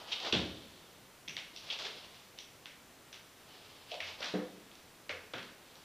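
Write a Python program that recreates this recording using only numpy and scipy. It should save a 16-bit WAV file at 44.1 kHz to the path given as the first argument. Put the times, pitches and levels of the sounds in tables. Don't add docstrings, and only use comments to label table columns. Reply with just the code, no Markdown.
import sys
import numpy as np
from scipy import signal
from scipy.fft import rfft, irfft, next_fast_len
from scipy.io import wavfile
from scipy.ndimage import map_coordinates

SR = 44100
rng = np.random.default_rng(int(sys.argv[2]) if len(sys.argv) > 2 else 0)


def to_linear_factor(level_db):
    exponent = np.asarray(level_db, float) / 20
    return 10 ** exponent


def transcribe(signal):
    frames = np.atleast_2d(signal).T
    limited = np.clip(frames, -1, 1)
    pcm = np.round(limited * 32767).astype(np.int16)
    wavfile.write(sys.argv[1], SR, pcm)


N = 257544


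def crutch_tube():
    # t/s, level/dB (peak), f/Hz (centre), rattle length/s
    clacks = [(.117, -31.5, 3270, 0.025), (.199, -39.5, 3570, .01), (.247, -38.5, 3300, 0.019),
              (1.278, -41, 2780, 0.0033), (1.366, -33.5, 2900, 0.0033), (1.788, -36, 3930, 0.0035),
              (1.851, -37, 3400, 0.0058), (2.144, -49, 3400, .0027), (2.376, -56, 2840, 0.0085),
              (2.657, -36.5, 2700, 0.0023), (3.142, -46.5, 3120, .0043), (4.003, -34, 2520, 0.0053),
              (4.226, -36, 2900, 0.0068), (4.257, -36.5, 3550, .0039), (4.339, -41, 3400, 0.0043),
              (5.093, -34.5, 2330, 0.0083), (5.093, -39, 4120, .0025), (5.335, -37.5, 3000, 0.0054),
              (5.381, -41, 3100, .0054), (4.713, -54.5, 3300, .005), (5.428, -46, 3500, 0.0052)]
    # t/s, level/dB (peak), f/Hz (centre), rattle length/s
    bottoms = [
        (0.324, -25, 3300, 0.0064),
        (1.699, -35, 3176, 0.017),
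        (3.915, -35, 3290, 0.005),
    ]
    # t/s, level/dB (peak), f/Hz (centre), rattle length/s
    ticks = [
        (1.282, -36, 2800, 0.0033),
        (1.562, -40.5, 3860, .0035),
        (2.387, -38.5, 3230, .0028),
        (2.412, -55, 3300, .002),
        (3.127, -43.5, 3300, .004),
        (4.205, -43, 4300, 0.003),
        (4.244, -33.5, 3380, 0.0012),
        (4.753, -52, 3480, .0024),
        (5.755, -50, 4270, 0.0024),
    ]
    rebound_s, rebound_db, rebound_length_s = 0.025, -7, 0.0052
    rebounds = [(s + rebound_s, db + rebound_db, hz, rebound_length_s) for s, db, hz, _ in bottoms]
    # rows, spread as share of centre at a 4 ms contact, level/dB of the bright ring near the pin
    kinds = [(clacks + rebounds, 0.55, -16.5), (bottoms, 0.4, -16.5), (ticks, 0.4, 1.5)]
    out = np.zeros(N)
    for rows, usual_spread, edge_db in kinds:
        for s, db, hz, length in rows:
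            spread = usual_spread * (max(length, 0.0005) / 0.004) ** -0.3
            wet_db = 3.78 + 6 * np.log10(np.clip(length, 0.0005, 0.004) / 0.00567)
            wet_db -= 180 * max(length - 0.008, 0)
            colour = tube_colour(hz, spread, edge_db, snaps=length < 0.0032)
            add(out, s, to_linear_factor(db + 5) * blow(colour, length, wet_db))
    return out


def tube_colour(hz, spread, edge_db, snaps):
    # f/Hz, width/Hz, level/dB
    tube_modes = [(2156, 87, -0.5), (2620, 33, -0.5), (2900, 38, -2), (3100, 48, -8), (3300, 88, -2),
                  (3675, 53, 2), (3990, 50, -2), (4530, 260, -6), (5400, 88, -31)]
    body, edge, snap = band(hz, spread), band(5800, 0.12), band(8400, 0.2)
    modes = resonances(tube_modes)

    def response(f):
        contact = body(f) - to_linear_factor(edge_db) * edge(f) + to_linear_factor(-14) * snaps * snap(f)
        return contact * (1 + abs(modes(f)))

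    return response


def floor_knocks():
    # t/s, level/dB (peak), f/Hz (centre), spread/share of centre
    thuds = [(.246, -42, 550, 0.6), (.329, -30.5, 333, 1.2), (1.28, -53.5, 300, 1.3),
             (1.367, -51.5, 820, 0.99), (1.79, -63, 630, .8), (1.853, -49, 476, .3),
             (3.915, -40, 638, 0.24), (3.942, -51, 716, 0.43), (4.007, -50, 930, .6),
             (4.204, -43, 627, .77), (4.337, -34.5, 415, 0.68), (5.092, -45.5, 520, 0.35),
             (5.335, -41.5, 407, 0.89)]
    # t/s, level/dB (peak), contact length/s
    slaps = [
        (.245, -43, 0.0073),
        (.325, -32.5, 0.0074),
        (1.79, -48, .02),
        (1.851, -44, 0.022),
        (2.657, -51, 0.0025),
        (3.128, -50, .0052),
        (4.215, -39, .025),
        (4.34, -43, 0.025),
        (5.102, -41.5, .01),
        (5.338, -35.5, 0.0075),
    ]
    thud_s, skin_hz, skin_spread = 0.0078, 1587, 0.53
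    knocks = [(*row, thud_s) for row in thuds]
    knocks += [(s, db, skin_hz, skin_spread, length) for s, db, length in slaps]
    out = np.zeros(N)
    for s, db, hz, spread, length in knocks:
        add(out, s, to_linear_factor(db - 2) * blow(band(hz, spread), length, wet_db=5))
    return out


def sandal():
    # start t/s, end t/s, weight starts to come t/s
    slides = [
        (0, 0.318, 0.12),
        (1.53, 2.28, 1.63),
        (3.3, 3.931, 3.25),
        (4.03, 4.341, 4.04),
        (5.598, 5.87, 5.4),
    ]
    # peak t/s, level/dB, rise/s per 20 dB, fall/s per 20 dB, body level/dB
    strokes = [(0, -50.5, 2, 12, -8.5), (.128, -38, 0.12, 0.2, -17), (.26, -38, 0.15, -1.5, -10),
               (1.568, -50.5, .053, 1.5, -20), (1.69, -46, .22, .1, -14), (1.725, -39, 0.16, -0.1, -18),
               (1.795, -42, .015, 0.47, -11.5), (1.864, -37, .2, 0.04, -14), (1.954, -50, .05, 0.6, -9.5),
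               (3.518, -55, 0.2, 3, -9), (3.918, -45.5, 0.09, .45, -17), (4.081, -40, .12, .13, -19),
               (4.245, -41, 0.1, 0.5, -10), (5.758, -61, -0.6, .033, -9), (5.822, -63, -0.8, .4, -9)]
    # f/Hz, width/Hz, level/dB
    sole_modes = [(2080, 2700, -4), (3400, 1520, 1), (4950, 1400, -0.5)]
    # f/Hz, width/Hz, level/dB
    sole_body = [
        (830, 770, 5.5),
        (550, 430, -9),
    ]
    press_s, firmest, lift_s = 0.32, 0.62, 0.016
    peak, db, rise, fall, body_db = np.transpose(strokes)[..., None]
    out = np.zeros(N)
    for start, end, weight in slides:
        t = start + np.arange(round((end - start) * SR)) / SR
        push = to_linear_factor(db - 20 * np.maximum((peak - t) / abs(rise), (t - peak) / abs(fall)))
        push = push * (peak >= start - 0.03) * (peak <= end)

        clumps = map_coordinates(rng.standard_normal(200), [np.minimum((t - start) * 60, 198)])
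        grains = to_linear_factor(1.6 * clumps + 4.5 * rng.standard_normal(len(t)))
        grit = rng.standard_normal((2, len(t))) * grains

        bright = filtered(grit[0], resonances(sole_modes))
        bright = unit(filtered(bright, resonances([(3300, 1500, 0)])))
        light, pressed = [unit(filtered(grit[1], band(hz, width / hz))) * to_linear_factor(level_db)
                          for hz, width, level_db in sole_body]
        share = firmest * np.clip((t - weight) / press_s, 0, 1)
        dull = ((1 - share) * light + share * pressed) * (push * to_linear_factor(body_db)).max(axis=0)

        lift = np.clip((end - t) / lift_s, 0, 1)
        slide = lift * to_linear_factor(-6.5) * (bright * push.max(axis=0) + dull)
        add(out, start, room(slide, wet_db=-6.0, gap_s=0.0017))
    return out


def panels():
    # t/s, level/dB (peak), build-up/s, free ringing/s, damping level/dB
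    landings = [
        (0.332, -33, 0.0065, 0.077, -3),
        (4.338, -29, 0.0053, 0.108, -3.5),
    ]
    # f/Hz, level/dB, t60/s
    panel_modes = [
        [(174.5, -0.5, 0.45), (300, 0, 0.53), (416, 2, 0.31), (417, 0, 0.34), (490, -23.5, 0.52), (551, -9, 1),
         (670, -8, 1), (741.4, -9, 0.44), (870, -1.5, 0.34)],
        [(185.8, 1.5, 0.39), (213.3, -7.5, 0.62), (300, -0.5, 0.67), (390, -12, 0.3), (437, -2, 0.39),
         (500.6, 4.5, 0.37), (509, 0, 0.53), (689, -8, 0.434), (746, -9, 0.41)],
    ]
    out, t = np.zeros(N), np.arange(SR) / SR
    for (s, db, rise, free, damp_db), modes in zip(landings, panel_modes):
        settle = to_linear_factor(damp_db * np.clip((t - free) / 0.006, 0, 1))
        boom = room(ring(modes, rise), wet_db=-15, gap_s=0.014)[:SR]
        add(out, s, to_linear_factor(db - 15.0) * settle * boom)
    return out


def joists():
    # t/s, level/dB, f/Hz, t60/s, build-up/s
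    joist_modes = [
        (0.329, -54, 62, .95, 0.024),
        (0.332, -54, 74, 0.59, .03),
        (0.329, -54, 90.1, 0.7, 0.03),
        (0.331, -54, 125, 0.55, 0.017),
        (.33, -43, 185.7, 0.38, 0.031),
        (1.281, -66, 146, 0.27, 0.0084),
        (4.01, -66.5, 88, 0.7, 0.033),
        (5.1, -66.5, 88.6, 0.55, 0.023),
        (5.34, -63.5, 112, 0.31, 0.015),
        (5.4, -64, 240, 0.5, 0.023),
    ]
    out = np.zeros(N)
    for s, db, hz, t60, rise in joist_modes:
        add(out, s, ring([(hz, db, t60)], rise))
    return out


def blow(colour, length, wet_db):
    u = np.arange(4096) / SR / max(length, 0.0005)
    contacts = rng.standard_normal(len(u)) * to_linear_factor(2.0 * rng.standard_normal(len(u)))
    direct = filtered(contacts * np.tanh(8 * u) * np.exp(-u ** 3), colour)
    direct = direct / abs(direct).max()
    wet = filtered(echoes(gap_s=0.007), colour)
    wet = wet * to_linear_factor(wet_db) * np.linalg.norm(direct) / np.linalg.norm(wet)
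    return wet + np.pad(direct, (0, len(wet) - len(u)))


def ring(modes, rise_s):
    t = np.arange(SR) / SR
    tones = sum(to_linear_factor(db - 60 * t / t60) * np.sin(2 * np.pi * (hz * t + rng.random()))
                for hz, db, t60 in modes)
    return tones * (1 - np.exp(-t / max(rise_s, 1e-4)))


def resonances(peaks):
    def response(f):
        return sum((-1) ** k * to_linear_factor(db) * 1j * f * width / (hz * hz - f * f + 1j * f * width)
                   for k, (hz, width, db) in enumerate(peaks))

    return response


def band(hz, spread):
    once = resonances([(hz, 1.5 * hz * max(spread, 0.05), 0)])
    return lambda f: once(f) ** 2


def room(x, wet_db, gap_s):
    wet = to_linear_factor(wet_db) * signal.fftconvolve(x, echoes(gap_s))
    return wet + np.pad(x, (0, len(wet) - len(x)))


def echoes(gap_s):
    # f/Hz, t60/s
    walls = [(100, 1), (400, 0.44), (1500, 0.49), (3500, 0.33), (7000, 0.37)]
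    # f/Hz, t60/s
    hall = [(100, 1.4), (600, 1.55), (1500, 1.03), (4500, 2), (8000, 2.5)]
    hz, t, z = signal.stft(rng.standard_normal(SR * 3 // 4), SR, nperseg=256)
    near, far = along(walls, hz)[:, None], along(hall, hz)[:, None]
    decay = to_linear_factor(-60 * t / near) + to_linear_factor(-60 * t / far - 18)
    tail = signal.istft(z * decay, SR, nperseg=256)[1]
    t = np.arange(len(tail)) / SR
    lumps = map_coordinates(rng.standard_normal(300), [t * 220]) * np.exp(-t / 0.0179)
    tail = tail * to_linear_factor(4.2 * lumps) * (1 - np.exp(-(t / gap_s) ** 2))
    return tail / np.linalg.norm(tail)


def unit(x):
    return x / np.sqrt(np.mean(x ** 2) + 1e-20)


def along(points, hz):
    f, v = np.transpose(points)
    return np.interp(np.log(hz + 1), np.log(f + 1), v)


def filtered(x, response):
    m = next_fast_len(len(x) + 8192)
    return irfft(rfft(x, m) * response(np.fft.rfftfreq(m, 1 / SR)), m)[:len(x)]


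def add(track, s, x):
    part = track[round(s * SR):][:len(x)]
    part += x[:len(part)]


def microphone(x):
    # f/Hz, level/dB
    capsule = [(30, -47), (70, 13.5), (5500, -0.5), (6500, 0.5), (7500, -3.5), (10000, -12), (16000, -47)]
    return filtered(x, lambda hz: to_linear_factor(along(capsule, hz)))


def steady(spectrum, db):
    return to_linear_factor(db) * unit(filtered(rng.standard_normal(N), lambda hz: to_linear_factor(along(spectrum, hz))))


def murmur():
    # f/Hz, level/dB per Hz
    murmur_levels = [(30, -15.5), (120, -7.5), (300, -7.5), (700, -10.5), (1500, -13.5), (3300, -16.5),
                     (10000, -24), (16000, -26)]
    return steady(murmur_levels, db=-58.5)


def hiss():
    # f/Hz, level/dB per Hz
    hiss_levels = [(30, -11), (100, -1.5), (700, 8), (2000, -6.5), (4000, -5), (7000, 8), (11000, 8.5),
                   (16000, 5)]
    return steady(hiss_levels, db=-71.5) * [[1], [-1]]


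def scene():
    near = microphone(crutch_tube() + floor_knocks() + sandal() + panels() + joists())
    mono = near + murmur()
    return np.array([mono, mono])


def band_limit(x):
    return signal.sosfilt(signal.butter(12, 15650, fs=SR, output="sos"), x)


def record(dry):
    wired = dry + hiss()
    limited = np.array([filtered(side, lambda hz: hz < 15300) for side in wired])
    return band_limit(limited)


dry = scene()
out = record(dry)
transcribe(out)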